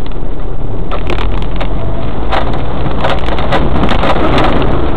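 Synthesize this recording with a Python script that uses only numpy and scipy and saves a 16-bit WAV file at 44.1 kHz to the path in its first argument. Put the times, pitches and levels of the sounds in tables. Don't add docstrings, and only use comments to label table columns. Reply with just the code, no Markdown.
import sys
import numpy as np
from scipy import signal
from scipy.fft import rfft, irfft, next_fast_len
from scipy.io import wavfile
from scipy.ndimage import map_coordinates

SR = 44100
rng = np.random.default_rng(int(sys.argv[2]) if len(sys.argv) > 2 else 0)


def put_to_file(sound):
    columns = np.atleast_2d(sound).T
    safe = np.clip(columns, -1, 1)
    whole_steps = np.round(safe * 32767)
    wavfile.write(sys.argv[1], SR, whole_steps.astype(np.int16))


N = 219132


def amp(db):
    return 10 ** (np.asarray(db) / 20)


def unit(x):
    return x / np.sqrt(np.mean(x ** 2) + 1e-20)


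def curves(rows):
    s, *columns = np.transpose(rows)
    return [np.interp(np.arange(N) / SR, s, column) for column in columns]


def wobble(rate):
    knots = rng.standard_normal(int(N * rate / SR) + 4)
    return map_coordinates(knots, [np.arange(N) * rate / SR])


def filtered(x, response):
    size = next_fast_len(N + SR // 2)
    spectrum = rfft(x, size) * response(np.fft.rfftfreq(size, 1 / SR))
    return irfft(spectrum, size)[:N]


def coloured(x, points):
    size = 2 ** 14
    f, db = np.transpose(points)
    log_f = np.log(np.fft.rfftfreq(size, 1 / SR) + 1)
    cepstrum = irfft(np.log(amp(np.interp(log_f, np.log(f), db))))
    cepstrum[1:size // 2] *= 2
    cepstrum[size // 2 + 1:] = 0
    ring = irfft(np.exp(rfft(cepstrum)))
    return signal.fftconvolve(x, ring / np.linalg.norm(ring))[:N]


def grains(rate, spread_db):
    hit = rng.random(N) < rate / SR
    sign = rng.choice([-1, 1], N)
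    return unit(hit * sign * amp(spread_db * rng.standard_normal(N)))


def add(track, s, sound):
    room = track[max(round(s * SR), 0):][:len(sound)]
    room += sound[:len(room)]


def burst(noise, envelope):
    piece = noise[rng.integers(N - len(envelope)):][:len(envelope)] * envelope
    return piece * np.linalg.norm(envelope) / np.linalg.norm(piece)


def swell(events, half_s):
    t = np.arange(N) / SR
    power = sum(amp(db) ** 2 * np.exp(-2 * ((t - s - 0.44 * half_s) / half_s) ** 2) for s, db, *_ in events)
    return np.sqrt(power)


def whine():
    middle_s, half_length_s, level_db, pitch_hz = 1.91, 0.22, -29.5, 669
    t = np.arange(N) / SR
    level = amp(level_db + 2 * wobble(25)) * np.exp(-((t - middle_s) / half_length_s) ** 4)
    return np.sqrt(2) * level * np.sin(2 * np.pi * pitch_hz * t + 1.6 * wobble(40))


# t/s, level/dB
WHEEL_HOP = [(0, -25.5), (.25, -17), (1.05, -26), (1.9, -25.5), (2.25, -18), (3.5, -20.5), (3.75, -16),
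             (4.5, -16.5), (4.97, -20)]


def wheels():
    centre_hz, width_hz = 14.34, 5.6
    hop_db, = curves(WHEEL_HOP)
    shudder = filtered(rng.standard_normal(N), lambda hz: np.exp(-((hz - centre_hz) / width_hz) ** 2))
    return amp(hop_db) * unit(shudder)


# t/s, level/dB
GROUND_ROUGHNESS = [(0.0, -28), (0.25, -25), (1.11, -23.5), (3.29, -19.5), (3.82, -21.5), (4.12, -17.5),
                    (4.5, -11.5), (4.97, -18.5)]
# t/s, push level/dB
RUT_DROPS = [(3.203, -8.5), (3.735, -2), (3.882, -3), (3.9, -3), (3.937, -5.5), (4.146, -3)]
# f/Hz, relative level/dB
SWAY_SPECTRUM = [(8, -28), (18, -5), (28, 0), (45, 1), (75, -12.5), (130, -20.5), (300, -63)]
# f/Hz, relative level/dB
CAB_SPECTRUM = [(40, -12), (80, -6), (130, 1.5), (200, -5.5), (280, -2.5), (400, -5), (600, -12),
                (1200, -22.5), (3000, -75.5)]


def chassis():
    sway_db, boom_db = -2, 0.42
    jolt_sway_db, jolt_sway_s = -13.5, 0.13
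    jolt_boom_db, jolt_boom_s = -8, 0.046
    drop_s = 0.011
    ground_db, = curves(GROUND_ROUGHNESS)
    rocking = np.hypot(amp(ground_db + sway_db), amp(jolt_sway_db) * swell(BUMPS, jolt_sway_s))
    rumbling = np.hypot(amp(ground_db + boom_db), amp(jolt_boom_db) * swell(BUMPS, jolt_boom_s))
    sway = rocking * unit(coloured(rng.standard_normal(N), SWAY_SPECTRUM))
    rumble = unit(coloured(grains(rate=1200, spread_db=2), CAB_SPECTRUM))
    boom = rumbling * amp(1.1 * wobble(16)) * rumble
    lurch = np.zeros(N)
    for s, db in RUT_DROPS:
        add(lurch, s - drop_s, -amp(db) * np.hanning(int(2 * drop_s * SR)))
    return sway + boom + lurch


# t/s, relative level/dB, strongest mode f/Hz
BUMPS = [(1.098, -11, 353), (2.857, -13, 178.5), (3.54, -5.5, 252.5), (3.633, -5.5, 223.7),
         (3.753, -7.5, 227.7), (3.826, -2, 217.3), (3.907, -4, 237.4), (4.042, -8, 249),
         (4.155, -16.5, 305), (4.21, -11, 347), (4.36, -1, 254.6), (4.46, -10, 239.6), (4.558, -3.5, 289),
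         (4.612, -16, 139)]


def thumps():
    t = np.arange(SR // 4) / SR
    modes = [(.8, -8), (1, -2.5), (1.45, -11)]
    envelope = (1 - np.exp(-t / 0.0021)) * amp(-60 * t / 0.13)
    out = np.zeros(N)
    for s, db, hz in BUMPS:
        ring = sum(amp(level) * np.sin(2 * np.pi * (hz * ratio * t + rng.random())) for ratio, level in modes)
        add(out, s, amp(db + 4.0) * ring * envelope)
    return out


# t/s, level/dB
UNDERGROWTH = [(0, -32), (.82, -32.5), (1.12, -28.5), (1.45, -29), (1.9, -25), (2.3, -23), (2.85, -22),
               (3.3, -20.5), (3.7, -19.5), (4.33, -14), (4.75, -19), (4.97, -20.5)]


def foliage():
    leaf_db, leaf_s = -11, 0.042
    growth_db, = curves(UNDERGROWTH)
    return np.hypot(amp(growth_db), amp(leaf_db) * swell(LIMB_HITS, leaf_s))


# f/Hz, relative level/dB
BRUSH_SPECTRUM = [(150, -29), (400, -6.5), (650, 0), (880, -4.5), (1300, -8.5), (1600, -16), (2050, -18),
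                  (2400, -25), (3600, -20), (4300, -17.5)]


def brushwood():
    crackle = grains(rate=2500, spread_db=3.5) * amp(0.87 * wobble(45))
    level_db = -0.32
    return amp(level_db) * foliage() * unit(coloured(crackle, BRUSH_SPECTRUM))


# f/Hz, relative level/dB
SNAP_SPECTRUM = [(200, -34.5), (700, 1), (1150, 5.5), (1650, -7.5), (2100, 1), (2700, -2.5), (3200, -2.5),
                 (3650, -0.5), (4000, -3.5), (5000, -53)]


def sprigs():
    t = np.arange(SR // 50) / SR
    flicks = np.abs(grains(rate=110, spread_db=1.5))
    flick_shape = (1 - np.exp(-t / 0.00054)) * amp(-60 * t / 0.032)
    envelope = signal.fftconvolve(flicks, flick_shape)[:N]
    noise = coloured(rng.standard_normal(N), SNAP_SPECTRUM)
    level_db = -14
    return amp(level_db) * foliage() * unit(envelope * noise)


# t/s, length/s, level/dB, mean slip rate f/Hz
BOUGH_RUBS = [(.925, .025, -17, 615), (4.2, 0.075, -10.5, 350), (4.341, .12, -12.5, 320),
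              (4.555, 0.088, -15.5, 365), (4.721, 0.28, -21.5, 330)]
# f/Hz, relative level/dB
RUB_SPECTRUM = [(100, -42), (330, 9.5), (460, 10.5), (620, 3), (740, -8), (1000, -4.5), (1330, 4),
                (1650, -20), (3600, -24), (5000, -51.5)]


def bough():
    attack_s, release_s = 0.01, 0.08
    t = np.arange(N) / SR
    out = np.zeros(N)
    for s, length, db, rate in BOUGH_RUBS:
        release = amp(-60 * np.maximum(t - s - length, 0) / release_s)
        grip = np.clip((t - s) / attack_s, 0, 1) * release
        turns = np.cumsum(rate * np.exp(.05 * wobble(40) + .09 * wobble(300))) / SR
        pulses = np.diff(np.floor(turns), prepend=0) - rate / SR
        slips = pulses * amp(2.9 * wobble(120))
        out += amp(db) * grip * unit(coloured(slips, RUB_SPECTRUM))
    return out


# t/s, relative level/dB
TWIG_SNAPS = [(0.0641, -20), (0.1164, -25.5), (.9145, -21.5), (0.9854, -22), (1.0114, -23.5), (1.0717, -18),
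              (1.099, -8.5), (1.126, -9.5), (1.153, -19.5), (1.1836, -11.5), (1.196, -22), (1.21, -9.5),
              (1.2204, -22), (1.2336, -16.5), (1.255, -21.5), (1.3172, -24.5), (1.3397, -22.5),
              (1.352, -25.5), (1.376, -18), (1.423, -17.5), (1.4456, -25), (1.514, -28.5), (1.561, -20),
              (1.6071, -14.5), (1.616, -17), (1.6274, -23), (1.652, -20.5), (1.8128, -30), (2.031, -25.5),
              (2.3223, -14), (2.366, -9), (2.536, -23.5), (2.584, -23), (2.8085, -22), (2.9127, -17),
              (2.9853, -19), (3.007, -16), (3.0961, -6), (3.08, -14), (3.1873, -16), (3.2092, -19),
              (3.238, -19), (3.2634, -17), (3.2853, -11.5), (3.3855, -11.5), (3.8358, -12), (3.8896, -9),
              (3.9077, -5.5), (3.9467, -11.5), (3.9886, -13.5), (4.1393, -14), (4.2628, -21), (4.2848, -11),
              (4.3802, 1.5), (4.4411, -1.5), (4.5254, -15), (4.6219, -12.5)]
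# f/Hz, relative level/dB
KNOCK_SPECTRUM = [(100, -29), (340, 1.5), (560, -11), (750, -7.5), (1150, -11), (1600, -24), (4000, -18)]


def twigs():
    t = np.arange(SR // 10) / SR
    bright = coloured(rng.standard_normal(N), SNAP_SPECTRUM)
    dull = coloured(rng.standard_normal(N), KNOCK_SPECTRUM)
    tear = np.exp(-(t / .002) ** 2) + .7 * amp(-60 * t / .025)
    knock = (1 - np.exp(-t / 0.0013)) * amp(-60 * t / 0.046)
    knock_db = 3.5
    out = np.zeros(N)
    for s, db in TWIG_SNAPS:
        add(out, s, amp(db) * burst(bright, tear))
        add(out, s, amp(db + knock_db) * burst(dull, knock))
    return out


# t/s, relative level/dB, contact time/s
LIMB_HITS = [(.395, -25.5, 0.0026), (.915, -17, 0.0066), (.941, -16.5, 0.0048), (1.608, -15, 0.0055),
             (2.325, -6, 0.02), (2.366, -9, 0.015), (2.405, -13, 0.01), (2.465, -20, 0.0077),
             (2.532, -15.5, 0.0038), (2.858, -16, 0.0022), (3.04, -4, 0.0075), (3.096, -7.5, 0.023),
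             (3.315, -10.5, 0.0034), (3.387, -15, 0.016), (3.42, -19.5, 0.0071), (3.523, 2.5, 0.0029),
             (3.539, -3.5, 0.016), (3.751, -15.5, .022), (3.833, -6.5, 0.0027), (3.91, -5, 0.013),
             (4.029, -8, 0.0056), (4.048, -9.5, .026), (4.09, -1.5, 0.012), (4.157, -12.5, .004),
             (4.204, -21.5, 0.0066), (4.337, -14, .008), (4.356, -11.5, 0.0095), (4.383, -3.5, .011),
             (4.441, -8.5, 0.015), (4.473, -8.5, 0.0087), (4.56, -6.5, 0.0037)]
# f/Hz, width/Hz, relative level/dB
PANEL_MODES = [(549.6, 26, 7.5), (651, 24.6, 6.5), (768.6, 51, 5.5), (997, 26.5, 4), (1227, 70, 1),
               (1716, 230, -11.5), (1942, 68, -5.5), (2970, 1300, -27), (3544, 56, -6), (3896, 500, -10.5)]


def limbs():
    t = np.arange(SR // 4) / SR
    force = np.zeros(N)
    for s, db, contact in LIMB_HITS:
        press = (1 - np.exp(-t / 0.00041)) * amp(-60 * np.maximum(t - contact, 0) / 0.061)
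        add(force, s, amp(db) * press * rng.standard_normal(len(t)))

    def panel(f):
        h = 0
        for k, (centre, width, db) in enumerate(PANEL_MODES):
            damping = 1j * f * width
            h = h + (-1) ** k * amp(db) * damping / (centre * centre - f * f + damping)
        return h / np.sqrt(np.mean(np.abs(h) ** 2))
    return filtered(force * amp(1.6 * wobble(300)), panel)


# t/s, firing rate f/Hz
FIRING_RATE = [(0, 29.6), (.7, 33.11), (1.1, 41.36), (1.65, 44.3), (1.9, 51.06), (2.8, 60.7), (3.22, 56.94),
               (3.55, 61.96), (3.85, 68.5), (4.25, 62), (4.97, 70.6)]
EXHAUST_HARMONICS = [-20.5, -30, -36.5, -38.5, -42]
# f/Hz, width/Hz, lift level/dB
CAB_BOOMS = [(42, 3.7, 4), (82.5, 3.6, 5.5), (101, 3.7, 11), (127.6, 8.1, 3.5), (179.2, 7.7, 8.5)]


def engine():
    hz, = curves(FIRING_RATE)
    phase = 2 * np.pi * np.cumsum(hz) / SR
    out = np.zeros(N)
    for k, db in enumerate(EXHAUST_HARMONICS, 1):
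        lift_db = sum(lift * np.exp(-((k * hz - centre) / width) ** 2) for centre, width, lift in CAB_BOOMS)
        flutter_db, drift_rad = (.8, .084) if k == 1 else (1.8, .3)
        level = amp(db + lift_db + flutter_db * wobble(10))
        out += level * np.sin(k * phase + drift_rad * wobble(10))
    return np.sqrt(2) * out


def scene():
    vehicle = engine() + whine() + wheels() + chassis() + thumps()
    greenery = brushwood() + sprigs() + twigs() + limbs() + bough()
    return (vehicle + greenery)[None]


def record(dry):
    bias, rail, headroom = -.428, -.71, .72
    margin, top_hz = 0.0004, 15800
    slow = signal.resample_poly(dry[0], 80, 441)
    rounded = slow / (1 + np.abs(slow / headroom) ** 5) ** (1 / 5)
    clipped = np.maximum(rounded, rail - bias)
    wide = signal.resample_poly(clipped, 441, 80, window=('kaiser', 6))[:N]
    wide = np.maximum(wide, rail - bias - margin)
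    return (filtered(wide, lambda hz: hz < top_hz) + bias)[None]


dry = scene()
out = record(dry)
put_to_file(out)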